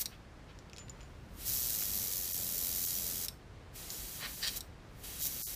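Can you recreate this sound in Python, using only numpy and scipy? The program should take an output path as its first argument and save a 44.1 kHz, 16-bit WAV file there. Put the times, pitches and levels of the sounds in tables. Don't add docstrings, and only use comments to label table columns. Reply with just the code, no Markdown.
import sys
import numpy as np
from scipy import signal
from scipy.fft import rfft, irfft, next_fast_len
from scipy.io import wavfile
from scipy.ndimage import map_coordinates

SR = 44100
rng = np.random.default_rng(int(sys.argv[2]) if len(sys.argv) > 2 else 0)


def transcribe(u):
    v = np.clip(np.atleast_2d(u).T, -1, 1)
    q = np.round(v * 32767).astype(np.int16)
    wavfile.write(sys.argv[1], SR, q)


N = 244755


def amp(db):
    return 10 ** (np.asarray(db) / 20)


def unit(x):
    return x / np.sqrt(np.mean(x ** 2) + 1e-20)


def along(points, hz):
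    f, v = np.transpose(points)
    return np.interp(np.log(hz + 1), np.log(f), v)


def curves(rows):
    s, *columns = np.transpose(rows)
    return [np.interp(np.arange(N) / SR, s, column) for column in columns]


def filtered(x, response):
    size = next_fast_len(len(x) + 8192)
    spectrum = rfft(x, size) * response(np.fft.rfftfreq(size, 1 / SR))
    return irfft(spectrum, size)[:len(x)]


def wobble(rate):
    knots = rng.standard_normal(int(N * rate / SR) + 4)
    return map_coordinates(knots, [np.arange(N) * rate / SR])


def swell(s, spread):
    return np.exp(-((np.arange(N) / SR - s) / spread) ** 2 / 2)


SHUT_DB_PER_S = 2200


def held(start, end, rise):
    t = np.arange(N) / SR
    opening_db = -abs(rise) * np.maximum(start - t, 0)
    closing_db = -SHUT_DB_PER_S * np.maximum(t - end, 0)
    return amp(opening_db + closing_db)


def rush(spectrum, peaks=(), tilt_db=0):
    def colour(hz):
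        bumps = sum(db / (1 + (2 * (hz - centre) / width) ** 2) for centre, width, db in peaks)
        return amp(along(spectrum, hz) + bumps + tilt_db * np.log2(hz + 1))
    return unit(filtered(rng.standard_normal(N), colour))


def clicks(events, modes, colour, crack_t60, crack_db, scrape_db, level_db):
    out, t = np.zeros(N + SR), np.arange(SR // 4) / SR
    for s, db, centre, width, ring_db, pitch, length in events:
        ring = 0
        for hz, mode_db, t60 in modes:
            decay_db = ring_db + mode_db + rng.standard_normal() - 60 * t / (length * t60)
            ring = ring + amp(decay_db) * np.sin(2 * np.pi * (pitch * hz * t + rng.random()))
        crack = amp(crack_db - 60 * t / crack_t60)
        scrape = amp(scrape_db - 60 * t / 0.048)
        struck = ring + (crack + scrape) * rng.standard_normal(len(t))
        band = lambda hz: colour(np.log2((hz + 1) / centre) / width)
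        out[round(s * SR):][:len(t)] += amp(db + level_db) * unit(filtered(struck, band))
    return out[:N]


# (frequency [Hz], relative level [dB])
RUMBLE_COLOUR = [(12, -50), (25, -8), (48, -0.5), (75, -3), (130, -7), (230, -13), (450, -17), (850, -21.5),
                 (1700, -25), (3000, -31.3), (4800, -34.7), (7200, -40.5), (15000, -54.5)]
RUMBLE_DB, RUMBLE_WAVER_DB = -52.0, .6


def rumble():
    hums = [(46.2, 1, 0.97), (128.0, 3.4, 2.2)]  # (centre [Hz], width [Hz], height [dB])
    return amp(RUMBLE_DB + RUMBLE_WAVER_DB * wobble(7.2)) * rush(RUMBLE_COLOUR, hums)


# (frequency [Hz], t60 [s])
ROOM_DECAY = [(200, 0.79), (3000, 0.26), (8000, 0.27), (15000, 0.25)]


def room(x, wet_db, near_db):
    hz, t, z = signal.stft(rng.standard_normal(SR // 2), SR, nperseg=256)
    decay = amp(-60 * t / along(ROOM_DECAY, hz)[:, None])
    tail = signal.istft(z * decay, SR, nperseg=256)[1]
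    lag = np.arange(len(tail)) / SR
    near = rng.standard_normal(len(tail)) * amp(-60 * lag / .06) * (lag > .001)
    answer = amp(wet_db) * tail / np.linalg.norm(tail) + amp(near_db) * near / np.linalg.norm(near)
    return x + signal.fftconvolve(x, answer)[:N]


# (time [s], half length [s], gain at the bottom [dB], upper edge [Hz])
MIDRANGE_DIPS = [(2.333, .008, -15, 5000), (2.861, .007, -13, 5000), (4.358, .012, -6, 3500),
                 (5.232, .008, -10, 2600), (5.446, .023, -40, 4200)]
DIP_LOW_HZ = 193


def dipped(x):
    t = np.arange(N) / SR
    for s, half, depth_db, top_hz in MIDRANGE_DIPS:
        band = lambda hz: (1 - 1 / (1 + (hz / DIP_LOW_HZ) ** 8)) / (1 + (hz / top_hz) ** 12)
        window = np.exp(-((t - s) / half) ** 12)
        x = x - filtered(x, band) * (1 - amp(depth_db)) * window
    return x


# (frequency [Hz], relative level [dB])
ARM_COLOUR = [(25, -22), (65, 3.5), (130, -5), (220, -11), (600, -46)]
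ARM_S, ARM_SPREAD_S, ARM_DB = 1.3, 0.32, -55


def arm():
    return amp(ARM_DB) * swell(ARM_S, ARM_SPREAD_S) * rush(ARM_COLOUR)


# (time [s], level [dB], bell spread [s])
HAND_RUSTLES = [(0.135, -59, .017), (0.501, -58, .012), (0.805, -61, 0.02)]
# (frequency [Hz], relative level [dB])
RUSTLE_COLOUR = [(300, -18), (1000, 5), (3000, 6), (6000, -9), (9000, -26), (15000, -30)]


def rustles():
    return sum(amp(db) * swell(s, spread) for s, db, spread in HAND_RUSTLES) * rush(RUSTLE_COLOUR)


# (time [s], level before the overall trim [dB],
# centre [Hz], bandwidth [octaves], ring level [dB], ring length [ratio])
CLAMP_TICKS = [(0.589, -43, 5000, .4, -6, .3), (0.698, -45, 4400, .7, -10, 0.28),
               (0.733, -36.5, 3700, 1, -4, 0.75), (0.7422, -49, 6800, .4, 18, .8),
               (0.7639, -40, 3700, .8, -13, .3), (0.772, -41, 4200, .7, -12, .3),
               (0.783, -34, 5100, .7, -2, .9), (0.7915, -43, 4400, .7, -9, .3),
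               (0.798, -42, 6800, .5, 18, 1), (0.8836, -44, 2800, .5, -22, 0.33),
               (0.8963, -32.5, 6500, .45, 10, 0.22), (1.007, -44, 4460, .8, -4, 0.33),
               (1.013, -45, 4500, .8, -3, .3), (1.031, -47, 5500, 1, 2, .8),
               (1.8222, -33, 1100, 1.3, -27, 0.28), (3.9036, -27.5, 5300, .4, 5, 0.44),
               (3.944, -35, 5800, .4, -8, .4)]
# (frequency [Hz], relative level [dB], t60 before the length ratio [s])
METAL_MODES = [(2570, 18, 0.005), (5300, 6, 0.008), (6450, 5, 0.012), (7030, -2, 0.17), (11000, -14, 0.033),
               (13800, -10, 0.03)]
TICK_CRACK_T60 = .0055


def clamp():
    contacts = [(s, db, hz, width, ring_db, 1, length) for s, db, hz, width, ring_db, length in CLAMP_TICKS]
    muffled = lambda widths: 1 / (1 + widths ** 4)
    return clicks(contacts, METAL_MODES, muffled, TICK_CRACK_T60, crack_db=9, scrape_db=-24, level_db=-29.0)


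# (time [s], level before the overall trim [dB], favoured pitch [Hz], ring pitch [ratio])
TRIGGER_SNAPS = [(0.0575, -24, 4570, 1.02), (3.2835, -24, 5450, .97), (4.6067, -29.5, 8500, 1.0)]
# (frequency before the pitch ratio [Hz], relative level [dB], t60 [s])
VALVE_MODES = [(1650, -15, .025), (2230, -14, .025), (3750, -2, .014), (4100, -3, .014), (4580, -3, .014),
               (5550, 1, .015), (5900, -3, .012), (7950, -8, .012), (8550, -3, .014), (9150, -6, .014),
               (12400, -8, .016), (13800, -7, .014), (14800, -5, .014)]
SNAP_RING_DB, SNAP_CRACK_DB, SNAP_CRACK_T60 = 6, 7, .008
SNAP_FOCUS_DB, SNAP_FOCUS_OCTAVES = 6, .15
REBOUND_S, REBOUND_DB, REBOUND_HZ, REBOUND_RING_DB = 0.0042, -7, 4000, 1


def trigger():
    snaps, rebounds = [], []
    for s, db, hz, pitch in TRIGGER_SNAPS:
        snaps.append((s, db, hz, SNAP_FOCUS_OCTAVES, SNAP_RING_DB, pitch, 1))
        rebounds.append((s + REBOUND_S, db + REBOUND_DB, REBOUND_HZ,
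                         SNAP_FOCUS_OCTAVES, REBOUND_RING_DB, pitch, 1))

    def bright(widths):
        low_cut = 1 + (np.minimum(widths, 0) / 11) ** 4
        return amp(SNAP_FOCUS_DB / (1 + widths ** 2)) / low_cut
    return clicks(snaps + rebounds, VALVE_MODES, bright, SNAP_CRACK_T60,
                  crack_db=SNAP_CRACK_DB, scrape_db=-20, level_db=-27.0)


# (time [s], level [dB], bell spread [s], tilt [dB per octave], edge tone [Hz])
JET_SWEEPS = [(4.247, -43.5, 0.029, -1.5, 2310), (4.248, -42.5, 0.013, -1.5, 2350),
              (4.441, -35, 0.011, 7, 4740), (4.462, -40.5, 0.025, 1, 2600), (4.48, -33.5, 0.01, 11.5, 3200),
              (4.544, -52.5, 0.029, 6, 3900)]
# (frequency [Hz], relative level [dB])
SPLASH_COLOUR = [(100, -50), (300, -29), (480, 0), (750, -3), (1200, -6), (1700, 0), (3200, 3.5), (4700, 8),
                 (5900, -4), (6600, -8), (8200, -8), (11000, -26), (15000, -23)]
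# (centre [Hz], width [Hz], height [dB])
POCKET_PEAKS = [(1120, 130, 12), (1750, 550, 11.5), (2480, 120, 3), (3080, 220, 9), (3960, 200, 4),
                (4440, 300, 2.5), (5780, 160, 12)]
EDGE_WIDTH_HZ, EDGE_DB = 150, 9
SWEEP_FLUTTER_DB, SWEEP_FLUTTER_RATE = 2.4, 700


def sweeps():
    whoosh = 0
    for s, db, spread, tilt_db, edge_hz in JET_SWEEPS:
        peaks = POCKET_PEAKS + [(edge_hz, EDGE_WIDTH_HZ, EDGE_DB)]
        whoosh = whoosh + amp(db) * swell(s, spread) * rush(SPLASH_COLOUR, peaks, tilt_db)
    return whoosh * amp(SWEEP_FLUTTER_DB * wobble(SWEEP_FLUTTER_RATE))


SPIT_START_HZ, SPIT_STEADY_HZ = 152, 88.05
SPIT_SETTLE_S = .25


def spits(age, jitter, scatter_db, build, fall):
    rate = SPIT_STEADY_HZ + (SPIT_START_HZ - SPIT_STEADY_HZ) * np.exp(-age / SPIT_SETTLE_S)
    starts = np.flatnonzero(np.diff(np.floor(np.cumsum(rate) / SR)))
    shift, size = rng.standard_normal((len(starts), 2)).T
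    where = np.clip(starts + shift * jitter * SR, 0, N - 1).astype(int)
    impulses = np.bincount(where, amp(scatter_db * size) ** 2, N)
    t = np.arange(-SR // 100, SR // 100) / SR
    shape = np.exp(np.where(t < 0, t / build, -t / fall))
    power = np.abs(signal.fftconvolve(impulses, shape, 'same')) / rate
    return power / power.mean()


# (start [s], end [s], starting mist level [dB], fade [dB per s], sputter depth [0-1])
MIST_SPANS = [(0.0, 0.019, -37.5, 0, 0), (1.469, 3.258, -34.5, 1.84, 0.66), (3.905, 4.217, -44, 13, 0.5),
              (4.284, 4.582, -49, -6, 0.2), (5.2, 5.55, -42, 3.5, 0.65)]
# (time [s], level [dB])
FINGER_WAVER = [(1.52, -38.5), (2.3, -41), (2.902, -37), (3.18, -40)]
# (time [s], level [dB], bell spread [s])
PAINT_SPURTS = [(0.017, -34.5, 0.0066), (4.57, -35.5, 0.0076), (5.234, -34, 0.016), (5.269, -34, 0.0078)]
MIST_RISE_DB_PER_S = 692


def paint_flow():
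    t = np.arange(N) / SR
    flow, depth, age = np.zeros((3, N))
    for start, end, db, fade, sputter in MIST_SPANS:
        since = np.maximum(t - start, 0)
        span_db = db - fade * np.minimum(since, end - start)
        flow += amp(span_db) * held(start, end, MIST_RISE_DB_PER_S)
        depth = np.where(t >= start, sputter, depth)
        age = np.where(t >= start, since, age)
    s, level_db = np.transpose(FINGER_WAVER)
    waver_db = np.interp(t, s, level_db - level_db.mean())
    flow *= amp(waver_db * held(s[0], s[-1], MIST_RISE_DB_PER_S))
    spurts = sum(amp(db) * swell(moment, spread) for moment, db, spread in PAINT_SPURTS)
    return np.hypot(flow, spurts), np.clip(depth, 0, 1), age


# (fully open [s], released [s], hiss level [dB], rise [dB per s])
AIR_BURSTS = [(0.0, 0.025, -41.5, 1005.5), (1.415, 3.266, -46, 265), (3.758, 4.586, -46.5, 800),
              (5.002, 5.05, -59, 195), (5.041, 5.543, -45, 1300)]
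# (frequency [Hz], relative level [dB])
AIR_COLOUR = [(300, -1), (900, -8.5), (2300, -0.5), (3200, 1), (4000, 1.5), (6200, 1.5), (8500, 2),
              (11500, 2.5), (13500, 4.5), (15300, 2.5)]
MIST_COLOUR = [(400, -36), (900, -32), (1700, -15), (2700, -14), (3900, -5), (5200, -1), (6400, 0.5),
               (7500, -0.5), (9000, -2.5), (10300, -2), (11400, 3.5), (13000, 2.5), (14700, 5),
               (15300, 0.5)]
BUFFET_COLOUR = [(40, -34), (90, -4), (140, 0), (220, 6), (300, -2.5), (500, -4.5), (900, -10.5),
                 (2000, -32), (5000, -17.5)]
# (centre [Hz], width [Hz], height [dB])
NOZZLE_PEAKS = [(3120, 130, 2), (3740, 100, 1), (4300, 110, 2), (5820, 200, 2.5), (6500, 190, 2.5),
                (7770, 220, -0.5), (7800, 610, 0.5), (11440, 180, -2)]
# (time [s], change of buffeting [dB], change of the top of the hiss [dB])
NOZZLE_AIM = [(1.45, -4, 1.5), (1.8, 0, 0.5), (2.35, 4.5, 1.5), (2.7, 0, 1), (3.15, 5.5, 0), (3.9, 2, -2),
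              (4.5, -4, -0.5), (5.3, -8, 0.5)]
BEAM_HZ = 10700


def airbrush(buffet_db, waver_db, gust_db):
    air_flow = sum(amp(db) * held(start, end, rise) for start, end, db, rise in AIR_BURSTS)
    paint, depth, age = paint_flow()
    aim_db, beam_db = curves(NOZZLE_AIM)
    spray_power = spits(age, jitter=.0005, scatter_db=1.4, build=.0015, fall=.0007)
    pulsing = np.sqrt(1 - depth + depth * spray_power)
    air = air_flow * rush(AIR_COLOUR, NOZZLE_PEAKS)
    mist = paint * pulsing * rush(MIST_COLOUR, NOZZLE_PEAKS)
    hiss = air + mist
    beam = filtered(hiss, lambda hz: 1 - 1 / (1 + (hz / BEAM_HZ) ** 10))
    aimed_hiss = hiss + (amp(beam_db) - 1) * beam
    gusts = amp(buffet_db + aim_db + gust_db * wobble(12))
    buffet = np.hypot(air_flow, paint) * gusts * rush(BUFFET_COLOUR)
    return amp(waver_db * wobble(24.31)) * aimed_hiss + buffet


def scene():
    spray = airbrush(buffet_db=-22.5, waver_db=0.2, gust_db=3.0)
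    handling = clamp() + rustles() + arm()
    sound = room(spray + sweeps() + trigger() + handling, wet_db=-13.5, near_db=-10.5)
    mono = dipped(sound + rumble())
    return np.array([mono, mono])


TOP_HZ = 15400


def record(dry):
    edge = lambda hz: np.clip((TOP_HZ - hz) / 300 + .5, 0, 1) ** 2
    return np.array([filtered(channel, edge) for channel in dry])


dry = scene()
out = record(dry)
transcribe(out)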